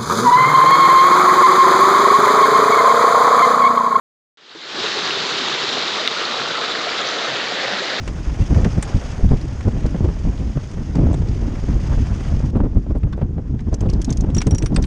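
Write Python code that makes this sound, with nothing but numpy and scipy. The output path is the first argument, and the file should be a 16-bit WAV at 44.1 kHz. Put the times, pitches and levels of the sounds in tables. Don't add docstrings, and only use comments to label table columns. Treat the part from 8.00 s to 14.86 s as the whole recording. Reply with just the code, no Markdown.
import sys
import numpy as np
from scipy import signal
from scipy.io import wavfile
from scipy.ndimage import uniform_filter1d

SR = 44100
rng = np.random.default_rng(int(sys.argv[2]) if len(sys.argv) > 2 else 0)


def makeup_ratio(level_db):
    decades = np.asarray(level_db, float) / 20
    return 10 ** decades


def persist_wave(psi):
    counts = np.round(np.clip(psi, -1, 1) * 32767).astype(np.int16)
    wavfile.write(sys.argv[1], SR, np.atleast_2d(counts).T)


N = 302526

# f/Hz, level per Hz/dB
RUMBLE_COLOUR = [(8.8, -28.5), (15, -7), (38, 3.5), (65, 2), (103, -3), (300, -21), (390, -45), (660, -120)]
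# f/Hz, level per Hz/dB
FLUTTER_COLOUR = [(60, -8.5), (130, 3), (200, 0), (350, -7.5), (600, -22.5), (1000, -33), (2000, -52),
                  (4000, -64.5)]
# t/s, level/dB
BREEZE_LEVEL = [(0.0, -22.3), (0.34, -26.0), (0.63, -16.2), (0.92, -26.7), (1.64, -21.2), (1.83, -21.5),
                (2.44, -21.7), (2.56, -30.7), (2.79, -23.4), (3.11, -19.2), (3.59, -20.4), (3.9, -16.6),
                (4.22, -20.6), (4.51, -18.1), (4.83, -22.1), (5.58, -23.0), (5.77, -22.9), (6.86, -20)]
# start t/s, length/s, level/dB, flutter above it/dB
PORT_GUSTS = [(0.257, 0.064, -17.0, -18.9), (0.389, 0.041, -12.1, -12.8), (0.496, 0.042, -12.2, -3.5),
              (0.552, 0.06, -11.1, -4.0), (0.653, 0.028, -17.9, 0.1), (0.767, 0.025, -13.1, -3.0),
              (0.941, 0.028, -5.4, -25.0), (1.226, 0.052, -5.9, -21.6), (1.301, 0.053, -7.7, -9.1),
              (1.652, 0.04, -10.5, -12), (1.723, 0.073, -20.6, -3.2), (1.84, 0.033, -10.7, -8.7),
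              (2.002, 0.066, -16.0, -0.9), (2.068, 0.04, -14.0, -2.6), (2.243, 0.067, -16.2, -7.4),
              (2.383, 0.127, -19.0, -6.2), (2.552, 0.028, -10, -10), (2.77, 0.06, -23.0, -1.0),
              (2.948, 0.025, -16.8, 8.2), (2.98, 0.1, -10, -3), (3.08, 0.068, -15.6, -2.1),
              (3.196, 0.045, -14.1, -10.9), (3.277, 0.043, -13.4, -10.6), (3.405, 0.097, -20.8, -7),
              (3.68, 0.086, -13, -12), (3.897, 0.054, -15.1, -8.2), (3.967, 0.065, -11.7, -13.3),
              (4.101, 0.033, -11.2, -22.1), (4.305, 0.096, -17.2, -24.3), (4.426, 0.043, -11.6, -14),
              (4.546, 0.035, -18.3, 7.1), (4.598, 0.028, -9.1, -6), (4.63, 0.04, -19, 1),
                     (4.745, 0.022, -15, -1), (4.53, .02, -20, 0), (4.763, 0.026, -4.0, -15.4),
                     (4.895, 0.028, -8.1, -19.7), (4.952, 0.02, -16.1, -4), (5.027, 0.028, -8.1, -19.2),
                     (5.214, 0.024, -14.9, -10), (5.285, 0.03, -17.0, -10.0), (5.376, 0.022, -23.1, -4.4),
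                     (5.495, 0.069, -17.7, -7.4), (5.664, 0.029, -14.6, -6.3), (5.713, 0.042, -17.6, -4.8),
                     (5.806, 0.088, -11.1, -5.1), (5.927, 0.079, -14.7, -6.8), (6.073, 0.053, -17.8, 2.1),
                     (6.176, 0.033, -10.8, -9.5), (6.215, 0.12, -18.3, -1.5), (6.336, 0.051, -10.0, -7),
                     (6.458, 0.042, -10.3, -18.7), (6.512, 0.048, -10.5, -5.8),
                     (6.619, 0.037, -10.0, -18.0), (6.702, 0.059, -16.4, 2.2), (6.768, 0.031, -11.1, -0.2),
                     (6.813, 0.033, -10.8, -11.9)]
# t/s, peak level/dB, throb f/Hz
EDDY_PUFFS = [(0.39, -11.5, 82), (0.502, -10.5, 90), (0.581, -4.5, 112), (0.661, -7, 182), (0.955, -15, 77),
              (1.184, -16, 70), (1.225, -15.5, 46), (1.312, -3.5, 78), (1.544, -23, 121), (1.668, -8, 45),
              (1.734, -19, 167), (1.848, -11, 46), (1.946, -10.5, 165), (2.042, -14.5, 56),
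              (2.272, -13.5, 46), (2.415, -20, 83), (2.952, -13.5, 182), (2.98, -11, 75),
              (4.024, -18.5, 180), (4.552, -10.5, 85), (4.76, -15.5, 66), (4.904, -14.5, 93),
              (4.951, -13.5, 90), (5.213, -10, 105), (5.38, -17.5, 69), (5.729, -9.5, 96),
              (5.849, -12.5, 178), (6.468, -7.5, 102), (6.63, -11.5, 57), (6.773, -9, 101)]
# t/s, peak level/dB
AIR_SLAPS = [(0.075, -26), (0.574, -19), (0.651, -14), (1.244, -22), (1.339, -16), (1.68, -16),
             (1.854, -19), (1.944, -20), (2.087, -17), (2.571, -18), (2.952, -21), (3.129, -21),
             (4.402, -21), (4.556, -18), (4.608, -23), (4.768, -20), (4.864, -29), (4.907, -24),
             (4.952, -26), (5.035, -28), (5.071, -30), (5.177, -22), (5.381, -24), (5.726, -21),
             (5.811, -24), (5.834, -22), (6.368, -24), (6.471, -17), (6.507, -26), (6.617, -27),
             (0.61, -25), (0.897, -25), (1.208, -25), (1.316, -21), (2.056, -22), (2.985, -20),
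             (3.016, -24), (3.033, -20), (3.087, -24), (3.142, -24), (3.22, -24), (4.323, -28),
             (4.368, -29), (5.189, -25), (5.214, -20), (0.776, -24), (6.774, -22), (6.783, -22)]
# t/s, peak level/dB, centre f/Hz, low knock level/dB
WINCH_CLACKS = [(5.7415, -24.5, 6270, -12), (5.8067, -27, 6230, -8), (5.8893, -36, 2830, -13),
                (5.8985, -26.5, 5630, -13), (5.9134, -41, 2800, -12), (5.9346, -28.5, 5100, -15),
                (6.0166, -23, 6240, -8), (6.0457, -22, 6590, -18), (6.0937, -38, 3700, 9),
                (6.1036, -21, 6660, -17), (6.1256, -22, 6390, -19), (6.1716, -25.5, 6480, -14),
                (6.2076, -26, 6470, -19), (6.3013, -37.5, 3320, -2.5), (6.3468, -24, 7000, -6),
                (6.3665, -25, 7500, 2), (6.3806, -19, 6050, -7), (6.4044, -35, 3120, 9),
                (6.4158, -18, 5660, 2), (6.4684, -22.5, 6350, -3), (6.5091, -26, 8900, -2),
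                (6.5478, -24, 6800, -6), (6.5822, -21, 6800, -8), (6.6229, -25.5, 5900, 3),
                (6.647, -39, 6600, -10), (6.6595, -20, 5720, 1), (6.745, -33.5, 5600, -7),
                (6.7613, -17.5, 4820, 3.5), (6.8247, -24.5, 5900, -8), (6.8388, -30, 3700, 6),
                (5.729, -40, 5800, -10), (5.8615, -42, 3700, -3), (5.929, -41, 6500, -10),
                (6.82, -42, 6500, -10), (6.852, -40, 9300, -12), (6.75, -36, 6000, -7)]
# t/s, f/Hz, level/dB, time to fall by 60 dB/s
METAL_RINGS = [(5.13, 1135, -33, .05), (5.13, 1500, -33, 0.06), (5.13, 3550, -42, .04),
               (6.104, 6200, -23, 0.025), (6.207, 6080, -27, 0.026), (6.349, 5690, -18, 0.028),
               (6.351, 10400, -41, .04), (6.381, 5650, -15.5, 0.06), (6.382, 10650, -44, 0.056),
               (6.418, 8800, -33, .03), (6.549, 10300, -46, 0.052), (6.47, 8550, -33, 0.044),
               (6.509, 5660, -20, 0.047), (6.51, 10300, -44, .07), (6.548, 5730, -19, 0.025),
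               (6.583, 5690, -20.5, 0.043), (6.582, 10800, -32, .03), (6.628, 8450, -42, .09),
               (6.662, 9100, -32, 0.045), (6.661, 5710, -22, .035), (6.762, 8220, -11, 0.014),
               (6.763, 3620, -25, 0.038), (6.84, 3760, -40, 0.041), (6.349, 13000, -32, .03),
               (6.51, 13000, -40, .025), (6.763, 2500, -24, .03), (6.763, 4820, -24, .025),
               (6.772, 8150, -38, .04), (6.623, 2350, -30, .025), (6.659, 1400, -27, .03),
               (6.416, 2300, -28, .025), (6.548, 9200, -30, .025), (6.367, 7450, -30, .02),
               (6.556, 5720, -23, .035), (6.469, 11000, -34, .025), (6.826, 6110, -28, .025),
               (5.742, 5940, -30, .025)]
# t/s, peak level/dB, centre f/Hz, low knock level/dB
SAIL_SNAPS = [(0.0772, -26, 6500, 4), (0.5457, -29, 5070, 4), (0.6455, -24, 5400, 6),
              (0.7285, -31, 5900, -12), (0.826, -13, 8600, -7), (1.2894, -33, 3270, -2),
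              (1.4127, -29, 5030, -11.5), (1.6082, -36, 6340, 6), (1.8344, -39, 3890, 6),
              (1.8623, -29, 5190, -3), (1.9618, -41, 3320, 7.5), (2.376, -34, 3550, -11),
              (2.7144, -35, 6300, -8), (2.9537, -28.5, 5600, -1), (3.1298, -31, 7900, -17),
              (3.14, -33.5, 3550, 1.5), (3.143, -31, 7900, -15), (3.2181, -38, 3300, 5),
              (3.2867, -30, 5160, -10), (3.555, -38.5, 5600, 6), (3.864, -40, 3260, 0),
              (4.278, -40, 4500, 3), (4.068, -34, 6400, -0.5), (4.148, -44, 5110, 9),
              (5.0325, -49, 2600, 15), (5.1262, -38, 4900, 3), (5.132, -38, 3600, 4),
              (5.2165, -52, 2400, 14), (5.5922, -41, 3280, 7), (5.605, -39.5, 6360, -4)]
# t/s, level/dB
WAKE_LEVEL = [(0, -48.5), (.44, -45.5), (.73, -45), (1.14, -45.5), (1.33, -48), (2.11, -50), (2.56, -50),
              (3.06, -52), (3.75, -48), (4.27, -47.5), (4.51, -52), (4.84, -50.5), (5.18, -56), (5.69, -52),
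              (5.96, -48), (6.4, -48), (6.7, -49), (6.86, -47)]
# start t/s, length/s, level above the steady rush/dB
HULL_SLOSHES = [(0.84, .11, 3), (0.87, .04, 3), (1.79, .05, 3), (3.5, .06, 2), (3.67, .08, 5),
                (3.82, .05, 3), (3.895, .07, 5), (4.043, .04, 3), (4.19, .04, 2), (4.246, .054, 4),
                (4.39, .04, 3), (5.075, .05, 4), (5.135, .04, 4), (5.185, .025, 11), (5.4, .03, 4),
                (5.45, .06, 5), (6.42, .05, 4), (6.66, .05, 4), (5.58, .06, 4), (0.92, .25, 2)]
# f/Hz, level per Hz/dB
HISS_COLOUR = [(1100, -24), (1800, -0.5), (3300, -3.5), (4100, -9.5), (4900, -3), (5700, -4.5), (6550, -4),
               (7100, -12.5), (9200, -19), (9800, -26.5), (11000, -29), (12000, -39.5), (14000, -42),
               (16500, -56)]
# f/Hz, level per Hz/dB
WASH_COLOUR = [(250, -8.5), (500, 2), (1000, -4), (1600, -7.5), (2500, -18), (4000, -27.5)]
# t/s, peak level/dB
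SWAP_TICKS = [
    (4.506, -40),
    (4.57, -34.5),
    (4.9554, -43),
    (4.9851, -36),
    (5.177, -42),
    (5.3054, -49),
]

GUST_RISE_S, GUST_FALL_S = .007, .005
BREEZE_RUMBLE_DB, BREEZE_FLUTTER_DB = -0.6, -7.5
PUFF_S = .027
FLICKS_PER_S, FLICK_S, FLICK_DB = 60, .0011, -3.5
CLACK_EDGE_DB, TOOTH_DB = -12, -4
BOUNCE_S, BOUNCE_DB = .004, -10
RATTLE_DB, RATTLE_T60_S = -10, .014
DECK_DB, DECK_T60_S = -20, .08
RING_KNEE_DB, RING_ROUGH = -8, .25
SNAP_MID_DB, SNAP_T60_S, SNAP_T60_S_PER_DB = -33, .032, .0006
SNAP_EDGE_DB, SNAP_EDGE_PER_DB = -20, .6
SWAP_S, SHELTER_HISS_DB, SHELTER_WASH_DB, WASH_ABOVE_DB = 4.508, -10, -8, 7


def evened(x):
    return x / np.sqrt(np.mean(x ** 2) + 1e-20)


def peaked(x):
    return x / np.max(abs(x))


def add(mix, s, sound):
    part = mix[round(s * SR):][:len(sound)]
    part += sound[:len(part)]


def curves(rows):
    s, *columns = np.transpose(rows)
    return [np.interp(np.arange(N) / SR, s, c) for c in columns]


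def band(x, lo_hz, hi_hz, order=2):
    limits = [lo_hz, min(hi_hz, SR / 2.2)]
    return signal.sosfilt(signal.butter(order, limits, "bandpass", fs=SR, output="sos"), x)


def noise(colour, size, patchy_db, flicker_db):
    hop, hz = size // 4, np.fft.rfftfreq(size, 1 / SR)
    a, b, patches = rng.standard_normal((N // hop + 5, len(hz), 3)).T
    flicker = evened(uniform_filter1d(patches[0], size=3))
    patches = uniform_filter1d(patches, size=6, axis=0)
    patches = evened(uniform_filter1d(patches, size=8, axis=1))
    f, db = np.transpose(colour)
    shape_db = np.interp(np.log(hz + 1), np.log(f), db, left=-90, right=-90)[:, None]
    z = (a + 1j * b) * makeup_ratio(shape_db + patchy_db * patches + flicker_db * flicker)
    return evened(signal.istft(z, nperseg=size, noverlap=size - hop)[1][:N])


def lumps(hz):
    lowpass = signal.butter(2, hz, fs=SR, output="sos")
    return evened(signal.sosfilt(lowpass, rng.standard_normal(N)))


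def steadied(x, size):
    power = uniform_filter1d(uniform_filter1d(x ** 2, size), size)
    swell = np.sqrt(power + 0.074)
    return evened(x / swell ** 0.9)


def burst(t60, rise, draw):
    t = np.arange(len(draw)) / SR
    return draw * (1 - np.exp(-t / rise)) * makeup_ratio(-60 * t / max(t60, .004))


def crack(draw, hz, low_db, top_db, t60, low_t60, low_hz, scratch_db):
    body = peaked(band(burst(t60, 0.0008, draw), hz * 0.76, hz * 1.08))
    scratch = peaked(band(burst(.8 * t60, 0.0009, np.roll(draw, shift=999)), 1700.0, 7500.))
    knock = peaked(band(burst(low_t60, 0.0011, draw), .5 * low_hz, 1.89 * low_hz))
    edge = peaked(band(burst(t60, 0.00046, draw[::-1]), 5900.0, 9400.0))
    return body + makeup_ratio(scratch_db) * scratch + makeup_ratio(low_db) * knock + makeup_ratio(top_db) * edge


def strength():
    t, (breeze_db,) = np.arange(N) / SR, curves(BREEZE_LEVEL)
    rumble = makeup_ratio(2 * (breeze_db + BREEZE_RUMBLE_DB))
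    flutter = makeup_ratio(2 * (breeze_db + BREEZE_FLUTTER_DB))
    for s, length, db, flutter_db in PORT_GUSTS:
        u = t[:round((length + .3) * SR)]
        rise = np.minimum(u / GUST_RISE_S, 1) ** 2
        shape = rise * np.exp(-np.maximum(u - length + GUST_FALL_S, 0) / GUST_FALL_S)
        add(rumble, s, makeup_ratio(2 * db) * shape)
        add(flutter, s, makeup_ratio(2 * (db + flutter_db)) * shape)
    return 10 * np.log10(rumble), 10 * np.log10(flutter)


def wind():
    rumble_db, flutter_db = strength()
    lump = lumps(hz=30.4)
    rumble = steadied(noise(RUMBLE_COLOUR, size=8192, patchy_db=2.5, flicker_db=2.5), size=1400)
    flutter = steadied(noise(FLUTTER_COLOUR, size=2048, patchy_db=1.5, flicker_db=-1.0), size=900)
    force_db = flutter_db - 3 + 3.0 * lump
    rasp = evened(band(rng.standard_normal(N), 380., 917.0))
    rasp_db = -40 + 1.45 * np.minimum(force_db + 20.5, 4) + 3 * lumps(hz=90.)
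    return makeup_ratio(rumble_db + 1.9 * lump) * rumble + makeup_ratio(force_db) * flutter + makeup_ratio(rasp_db) * rasp


def puffs():
    out, t = np.zeros(N), np.arange(5000) / SR
    draws = rng.standard_normal((len(EDDY_PUFFS), 5000))
    u = t / (0.29 * PUFF_S)
    swell = u * np.exp(1 - u)
    for (s, db, hz), draw in zip(EDDY_PUFFS, draws):
        sagging_hz = hz * (1.25 - 0.125 * np.minimum(u, 5))
        throb = np.sin(2 * np.pi * np.cumsum(sagging_hz) / SR + 3 * draw[0])
        ragged = peaked(band(draw * swell, 170.0, 455.0))
        add(out, s - .003, makeup_ratio(db - 3.5) * (swell * throb + makeup_ratio(-4) * ragged))
    return out


def slaps():
    out, u = np.zeros(N), (np.arange(1500) / SR - .004) / 0.0006
    draws = rng.standard_normal((len(AIR_SLAPS), 1500))
    for (s, db), draw in zip(AIR_SLAPS, draws):
        narrow = u * np.exp(0.1 * draw[0])
        spike = (1 - narrow ** 2) * np.exp(-narrow ** 2 / 2)
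        skirt = peaked(band(burst(0.033, .003, draw), 350.0, 1000.0))
        add(out, s - .0015, makeup_ratio(db + 5.5) * (spike + makeup_ratio(-12) * skirt))
    return out


def flicks():
    u = np.arange(-400, 400) / SR / FLICK_S
    spike = (1 - u ** 2) * np.exp(-u ** 2 / 2)
    flick_db = strength()[1] + FLICK_DB + 3.5 * np.minimum(rng.exponential(1, N), 3)
    strikes = rng.random(N) < FLICKS_PER_S / SR
    return signal.oaconvolve(makeup_ratio(flick_db) * strikes, spike, "same")


def rattle(chance, t):
    pitch, late, size = chance[:, :, None]
    u = np.maximum(t - 2 * BOUNCE_S * late, 0)
    tones = np.sin(2 * np.pi * 3000. * 3.4 ** pitch * u)
    return peaked((makeup_ratio(10 * size - 60 * u / RATTLE_T60_S) * tones).sum(axis=0))


def clacks():
    out, t = np.zeros(N), np.arange(4000) / SR
    draws = rng.standard_normal((len(WINCH_CLACKS), 4000))
    chances = rng.random((len(WINCH_CLACKS), 3, 8))
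    for (s, db, hz, low_db), draw, chance in zip(WINCH_CLACKS, draws, chances):
        blow = crack(draw, hz, low_db, CLACK_EDGE_DB, 0.021, 0.035, low_hz=1740.0, scratch_db=-9.5)
        tooth = makeup_ratio(TOOTH_DB - 60 * t / .022) * np.sin(2 * np.pi * hz * t)
        tail = peaked(band(burst(DECK_T60_S, .004, np.roll(draw, shift=2000)), 1200., 9000.))
        clack = blow + tooth + makeup_ratio(RATTLE_DB) * rattle(chance, t) + makeup_ratio(DECK_DB) * tail
        add(out, s - .0002, makeup_ratio(db - 2.5) * clack)
        again = crack(np.roll(draw, shift=500), hz, low_db, CLACK_EDGE_DB, 0.016, 0.03,
                      low_hz=1740.0, scratch_db=-8)
        add(out, s + BOUNCE_S * (.6 + chance[0, 0]), makeup_ratio(db - 4 + BOUNCE_DB) * again)
    return out


def rings():
    out, t = np.zeros(N), np.arange(4000) / SR
    draws = rng.standard_normal((len(METAL_RINGS), 4000))
    for (s, hz, db, t60), draw in zip(METAL_RINGS, draws):
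        rough = evened(uniform_filter1d(uniform_filter1d(draw, size=90), size=60))
        tone = np.sin(2 * np.pi * hz * t + RING_ROUGH * rough)
        pair = tone + 0.35 * np.sin(2 * np.pi * hz * 1.018 * t + draw[0])
        fade = makeup_ratio(-60 * t / (.6 * t60)) + makeup_ratio(RING_KNEE_DB - 60 * t / (1.5 * t60))
        start = 1 - np.exp(-t / 0.0015)
        add(out, s, makeup_ratio(db - 2.5 + 1.5 * rough[::-1]) * fade * pair * start)
    return out


def sail():
    out, draws = np.zeros(N), rng.standard_normal((len(SAIL_SNAPS), 4000))
    for (s, db, hz, low_db), draw in zip(SAIL_SNAPS, draws):
        harder_db = db - SNAP_MID_DB
        t60 = max(SNAP_T60_S + SNAP_T60_S_PER_DB * harder_db, .01)
        top_db = SNAP_EDGE_DB + SNAP_EDGE_PER_DB * harder_db
        snap = crack(draw, hz, low_db + 4.5, top_db, t60, 1.4 * t60, low_hz=1246.0, scratch_db=-5)
        add(out, s - .001, makeup_ratio(db - 5.0) * snap)
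    return out


def sloshes():
    out = np.zeros(N)
    for s, length, db in HULL_SLOSHES:
        add(out, s, db * np.sqrt(np.hanning(round(length * SR))))
    return out


def wake():
    (rush_db,), slosh_db = curves(WAKE_LEVEL), sloshes()
    sheltered = np.arange(N) / SR > SWAP_S
    hiss_db = rush_db + .4 * slosh_db + SHELTER_HISS_DB * sheltered
    wash_db = rush_db + slosh_db + WASH_ABOVE_DB + SHELTER_WASH_DB * sheltered
    bursts = rng.random(N) < 1500 / SR
    pops = makeup_ratio(3.0 * rng.exponential(1, N)) * bursts * rng.choice([-1, 1], N)
    fizz = evened(band(pops, 6200.0, 7200., order=3))
    hiss = noise(HISS_COLOUR, size=512, patchy_db=-1.2, flicker_db=1.93) + makeup_ratio(-16) * fizz
    wash = noise(WASH_COLOUR, size=512, patchy_db=1.1, flicker_db=2.2)
    return makeup_ratio(hiss_db + 0.5) * hiss + makeup_ratio(wash_db - 1.8) * wash


def scene():
    air = wind() + puffs() + slaps() + flicks()
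    housing = signal.butter(4, 9700., fs=SR, output="sos")
    boat = signal.sosfilt(housing, clacks() + rings() + sail()) + wake()
    return (0.86 * np.tanh(air / 1.005) + boat)[None]


def low_pass(x):
    return signal.sosfilt(signal.butter(12, 15760, fs=SR, output="sos"), x)


def record(dry):
    steps = np.zeros(N)
    for s, db in SWAP_TICKS:
        add(steps, s, makeup_ratio(db + 5.5) * np.array([1., -1.]))
    ticks = band(steps, 1500., 9500., order=3)
    ease = np.minimum(np.arange(N)[::-1] / 100, 1)
    return low_pass((dry + ticks) * ease)


dry = scene()
out = record(dry)
persist_wave(out)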